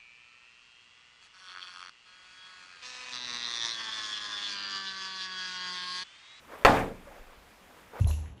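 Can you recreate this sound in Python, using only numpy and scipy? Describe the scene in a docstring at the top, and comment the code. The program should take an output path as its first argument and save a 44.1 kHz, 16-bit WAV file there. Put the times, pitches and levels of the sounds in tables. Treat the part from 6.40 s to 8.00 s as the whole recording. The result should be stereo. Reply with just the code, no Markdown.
"""A heavy rubber ball, swung down and slammed on a cloth-covered floor in a small bare room.
The swing swishes as air and cloth noise; the slap is soft pushes and ringing modes under a bright crack.
Room and floor modes ring on as decaying sines over fading noise bands, and the floor sheet rustles.
Shoes scuff in rough slips and feet thump as smooth low pushes, over a room hush with a faint hum.
A close stereo pair of microphones hears it through a look-ahead limiter."""
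import sys
import numpy as np
from scipy import signal
from scipy.io import wavfile
from scipy.ndimage import uniform_filter1d

SR = 44100
rng = np.random.default_rng(int(sys.argv[2]) if len(sys.argv) > 2 else 0)


def pcm_store(signal):
    """Save signal as 16-bit PCM."""
    levels = np.round(np.clip(np.atleast_2d(signal), -1, 1) * 32767)
    wavfile.write(sys.argv[1], SR, levels.astype(np.int16).T)


N = 70560  # samples, 1.6 s

# stereo width of diffuse sound: (frequency [Hz], difference against sum [dB])
DIFFUSE_WIDTH = [(25, -36), (60, -24.5), (125, -7), (250, -5), (500, -7.5), (1000, -3), (2000, -3),
                 (4000, 3), (15000, -2.5)]
# stereo width of the slam's crack and reflections: (frequency [Hz], difference against sum [dB])
SLAM_WIDTH = [(25, -38), (60, -35), (125, -30.5), (250, -18.5), (500, -14.5), (1000, -9), (2000, -1),
              (4000, 3), (8000, 1), (15000, 2.5)]
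# swish and rustle of ball, arms and clothes: (time [s], level [dB])
SWISH_LEVEL = [(0, -63), (.07, -58), (.115, -45), (0.169, -47.5), (.2, -47), (.24, -47), (.3, -76),
               (.65, -60), (.675, -55), (0.721, -52.5), (0.772, -52), (.82, -57.5), (.92, -58),
               (1.05, -64.5), (1.25, -63.5), (1.37, -55), (1.45, -62), (1.522, -55), (1.535, -49.5),
               (1.6, -44.5)]
# spectrum of the swish: (frequency [Hz], relative density [dB per Hz])
SWISH_SPECTRUM = [(100, -19), (250, -7), (420, -4.5), (600, 1.5), (900, -5.5), (1200, 0.5), (1700, -7),
                  (2400, -12), (4000, -22), (8000, -29), (15000, -28)]
# steady hush of room and microphones: (frequency [Hz], relative density [dB per Hz])
HUSH_SPECTRUM = [(15, -48.5), (25, -6), (49, -2), (140, -13), (169, -6), (253, -8.5), (359, -10.5),
                 (1270, -10.5), (1800, -11.5), (1950, -10.5), (15500, -30)]
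# shoe soles twisting on the cloth:
# (start time [s], length [s], level [dB], mean slip rate [Hz], sole resonance [Hz])
SCUFFS = [(0.115, 0.055, -49.5, 540, 1100), (0.667, 0.037, -51, 540, 556),
          (1.531, 0.076, -46.5, 412.4, 710)]
# spectrum of the room's answer: (frequency [Hz], relative density [dB per Hz])
ROOM_SPECTRUM = [(15, -44), (25, -12.5), (631, 2), (782, 3), (1380, -5.5), (1570, -2.5), (1900, -7),
                 (2120, -7.5), (3170, -13.5), (3830, -18), (15500, -41.5)]
# how long the room rings: (frequency [Hz], 60 dB decay time [s])
ROOM_DECAY = [(30, 0.67), (100, 0.56), (250, 0.49), (600, 0.39), (1500, 0.36), (4000, 0.32), (9000, 0.43),
              (15000, 0.49)]
# the slap and its first echoes off floor and walls: (time [s], level against the slap [dB])
SLAP_ARRIVALS = [(.2497, 0), (.2519, -1), (.2557, -5), (.2593, -10), (.2646, -7)]
# ringing modes of the ball skin: (frequency [Hz], level [dB], 60 dB decay time [s])
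BALL_MODES = [(102, -12.5, 0.021), (464, -27, 0.01), (1130, -21.5, 0.018), (1298, 0, 0.016),
              (1958, -0.5, 0.024), (2456, 7.5, 0.0041), (4470, -5, 0.0089), (6500, -31.5, .003)]
# crack of rubber on cloth: (frequency [Hz], relative density [dB per Hz])
CRACK_SPECTRUM = [(800, -29), (2200, 5), (4500, -4.5), (7000, -10.5), (15000, -29.5)]
# ringing modes of room and floor: (frequency [Hz], level [dB], 60 dB decay time [s])
ROOM_AND_FLOOR_MODES = [(23.9, -27.5, 0.84), (97.9, -26.5, 0.54), (184.2, -28.5, 0.71), (250, -23, 0.56),
                        (289.3, -21, .5), (446.6, -20, 0.47), (530, -24, 0.53), (692, -17, 0.34),
                        (777, -16, 0.34), (875.6, -24, 0.32), (953, -40, 0.51), (1070, -14, 0.24)]
# floor sheet stirred by the blast of air, then settling: (time [s], level [dB])
SHEET_LEVEL = [(.25, -72.5), (.275, -46), (.31, -60.5), (.35, -47), (.40, -48), (.44, -68), (.5, -90)]
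# spectrum of the sheet's rustle: (frequency [Hz], relative density [dB per Hz])
SHEET_SPECTRUM = [(2000, -17), (5000, 3.5), (9000, -1), (15000, -9.5)]
# feet pressing on the floor: (start time [s], peak before the bass cut [dB], length [s])
THUMPS = [(0.704, -52, 0.033), (0.794, -38.5, 0.026), (0.851, -55, 0.022), (0.86, -44, .025),
          (0.895, -47.5, 0.041), (0.974, -48, 0.013), (1.363, -62, 0.036)]

HUSH_DB, HUM_HZ, HUM_DB = -55.5, 59, -72
SCUFF_ATTACK_S, SOLE_T60_S = .005, .005
SLIP_RATE_WANDER = .09  # spread, as a share of the slip rate
ROOM_DB, ROOM_START_S, ROOM_RISE_S, ROOM_LUMPS_DB = -5.5, .2495, .00067, 2.5
SLAP_DB, PUSH_DB, PUSH_CORNER_HZ, SLAP_LOWPASS_HZ = -1, -13.5, 1500, 5030
LEFT_LAG_S = .00005
CRACK_DB, CRACK_T60_S = -7.5, .03
MODE_WAVER_DB = 1
THUMP_BASS_CUT_HZ = 19
LIMIT_DB, RELEASE_DB_PER_S, LOOK_AHEAD_S = -9, 54, .004
LIMIT_SHARE = .4  # share of the overshoot in dB that is taken off
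CLIP_PEAK, TOP_CUT_HZ = .98, 15850


def amp(db):
    """Turns decibels into a linear gain."""
    return 10 ** (np.asarray(db) / 20)


def at_hz(points, hz):
    """Reads a table on a log-frequency axis."""
    table = np.array(points)
    return np.interp(np.log(hz), np.log(table[:, 0]), table[:, 1])


def drift(rate):
    """Slow random wander of spread 1: noise through a two-pole low-pass with its poles at rate [Hz]."""
    step = 40  # samples between computed points
    pole = np.exp(-2 * np.pi * rate * step / SR)
    noise = rng.standard_normal(N // step + 2002)
    slow = signal.lfilter([1], [1, -2 * pole, pole ** 2], noise)[2000:]
    return np.interp(np.arange(N) / step, np.arange(len(slow)), slow / slow.std())


def bands(spectrum, width, shape):
    """Half-octave bands of stereo noise, summing to rms 1 before each takes its own gain shape(hz)."""
    out, power = 0, 0
    edges = 20 * 2 ** np.arange(0, 10.1, .5)
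    white = rng.standard_normal((2, 2, N + 8000))  # neighbouring bands use separate noise
    for k, (low, high) in enumerate(zip(edges, edges[1:])):
        bandpass = signal.butter(2, [low, high], "band", fs=SR, output="sos")
        mid, side = signal.sosfilt(bandpass, white[k % 2])[:, 8000:]
        hz = np.sqrt(low * high)
        wide, gain = amp(at_hz(width, hz)), amp(at_hz(spectrum, hz))
        power += gain ** 2 * (high - low) / SR * 2
        stereo = (mid + wide * side * [[1], [-1]]) / np.sqrt(1 + wide ** 2)
        out = out + gain * shape(hz) * stereo
    return out / np.sqrt(power)


def ring(clicks, hz, t60):
    """A damped resonance: a unit click sets a sine of starting height 1 ringing."""
    decay, turn = amp(-60 / (t60 * SR)), 2 * np.pi * hz / SR
    return signal.lfilter([0, np.sin(turn)], [1, -2 * decay * np.cos(turn), decay ** 2], clicks)


def swish():
    """Lumpy air and cloth noise that follows the body's motion."""
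    time, db = np.transpose(SWISH_LEVEL)
    level = amp(np.interp(np.arange(N) / SR, time, db))
    together = drift(58)  # shared by all bands

    def lumps(hz):
        return amp(1.37 * together + 2.0 * drift(30))

    return level * bands(SWISH_SPECTRUM, DIFFUSE_WIDTH, lumps)


def hush():
    """Broad noise wavering slightly band by band, with a wavering mains hum."""
    hum = amp(HUM_DB + 2.0 * drift(11)) * np.sin(2 * np.pi * HUM_HZ * np.arange(N) / SR)
    noise = bands(HUSH_SPECTRUM, DIFFUSE_WIDTH, lambda hz: amp(1.0 * drift(5.6)))
    return amp(HUSH_DB) * noise + hum


def scuffs():
    """Slips of uneven strength at a wandering rate ring the sole; quick start, even hold, fading end."""
    t, out = np.arange(N) / SR, 0
    bass_cut = signal.butter(2, 300, "high", fs=SR, output="sos")
    for start, length, db, slip_hz, sole_hz in SCUFFS:
        rate = slip_hz * (1 + SLIP_RATE_WANDER * drift(50))
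        turns = np.floor(np.cumsum(rate) / SR)
        # one click per whole turn; the tiny offset keeps the filters off denormal numbers
        slips = np.diff(turns, prepend=0) * amp(3.0 * rng.standard_normal(N)) + 1e-18
        sound = signal.sosfilt(bass_cut, ring(slips, sole_hz, SOLE_T60_S))
        attack = (t - start) / SCUFF_ATTACK_S
        fade = 2 * (start + length - t) / length  # falls over the second half
        shape = np.clip(np.minimum(attack, fade), 0, 1)
        out = out + amp(db) * shape * sound / sound.std()
    return out


def room():
    """Dense, uneven reflections of the slam build up at once and die band by band."""
    age = np.maximum(np.arange(N) / SR - ROOM_START_S, 0)
    rise = 1 - np.exp(-age / ROOM_RISE_S)

    def lumpy_decay(hz):
        return amp(ROOM_LUMPS_DB * drift(23.2) - 60 * age / at_hz(ROOM_DECAY, hz))

    return amp(ROOM_DB) * rise * bands(ROOM_SPECTRUM, SLAM_WIDTH, lumpy_decay)


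def slaps():
    """Each arrival is a soft push plus the ball's modes; it reaches the right port a little first."""
    clicks = np.zeros((2, N)) + 1e-18
    for time, db in SLAP_ARRIVALS:
        left, right = int(time * SR), int((time - LEFT_LAG_S) * SR)
        clicks[[0, 1], [left, right]] = amp(SLAP_DB + db)
    pole = np.exp(-2 * np.pi * PUSH_CORNER_HZ / SR)
    push = signal.lfilter([np.e * (1 - pole)], [1, -2 * pole, pole ** 2], clicks)
    modes = sum(amp(db) * ring(clicks, hz, t60) for hz, db, t60 in BALL_MODES)
    soften = signal.butter(2, SLAP_LOWPASS_HZ, fs=SR, output="sos")
    return signal.sosfilt(soften, amp(PUSH_DB) * push + modes)


def crack():
    """Air squeezed out between rubber and cloth: a short bright burst of decaying noise."""
    age = np.arange(N) / SR - SLAP_ARRIVALS[0][0]
    decay = (age > 0) * amp(CRACK_DB - 60 * np.maximum(age, 0) / CRACK_T60_S)
    return decay * bands(CRACK_SPECTRUM, SLAM_WIDTH, lambda hz: 1)


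def room_and_floor_modes():
    """One blow sets room and floor modes ringing as decaying sines, each wavering at random."""
    click = np.zeros(N) + 1e-18
    click[int(SLAP_ARRIVALS[0][0] * SR)] = 1
    out = 0
    for hz, db, t60 in ROOM_AND_FLOOR_MODES:
        out = out + amp(db + MODE_WAVER_DB * drift(12)) * ring(click, hz, t60)
    return out


def sheet():
    """Bright cloth rustle, stirred by the blast of air, that flickers in all bands together."""
    time, db = np.transpose(SHEET_LEVEL)
    level_db = np.interp(np.arange(N) / SR, time, db, left=-120)
    return amp(level_db + 2.0 * drift(60)) * bands(SHEET_SPECTRUM, DIFFUSE_WIDTH, lambda hz: 1)


def thumps():
    """Each shift of weight is one smooth push, with the bass cut's swing back after it."""
    t, pushes = np.arange(N) / SR, 1e-18
    for start, db, length in THUMPS:
        pushes = pushes + amp(db) * np.sin(np.pi * np.clip((t - start) / length, 0, 1)) ** 2
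    bass_cut = signal.butter(2, THUMP_BASS_CUT_HZ, "high", fs=SR, output="sos")
    return signal.sosfilt(bass_cut, pushes)


def scene():
    """Mixes all the layers; mono ones sit in the centre."""
    motion_and_hush = swish() + hush() + scuffs() + thumps()
    slam = room() + slaps() + crack() + room_and_floor_modes() + sheet()
    return motion_and_hush + slam


def record(dry):
    """A look-ahead limiter ducks for the slam and recovers; peaks are clipped, the top is cut."""
    ahead = int(LOOK_AHEAD_S * SR) + 1
    level_db = 20 * np.log10(np.abs(dry).max(axis=0) + 1e-9)
    over = np.maximum(level_db - LIMIT_DB, 0) * LIMIT_SHARE
    # hold each peak's reduction, releasing along a straight line in dB
    ramp = RELEASE_DB_PER_S * np.arange(N) / SR
    held = np.maximum.accumulate(over + ramp) - ramp
    early = np.r_[held[ahead:], held[-ahead:]]
    duck_db = uniform_filter1d(early, size=ahead, mode="nearest")
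    clipped = np.clip(dry * amp(-duck_db), -CLIP_PEAK, CLIP_PEAK)
    top_cut = signal.cheby2(16, 45, TOP_CUT_HZ, fs=SR, output="sos")  # 45 dB down from here up
    return signal.sosfilt(top_cut, clipped)


dry = scene()
out = record(dry)
pcm_store(out)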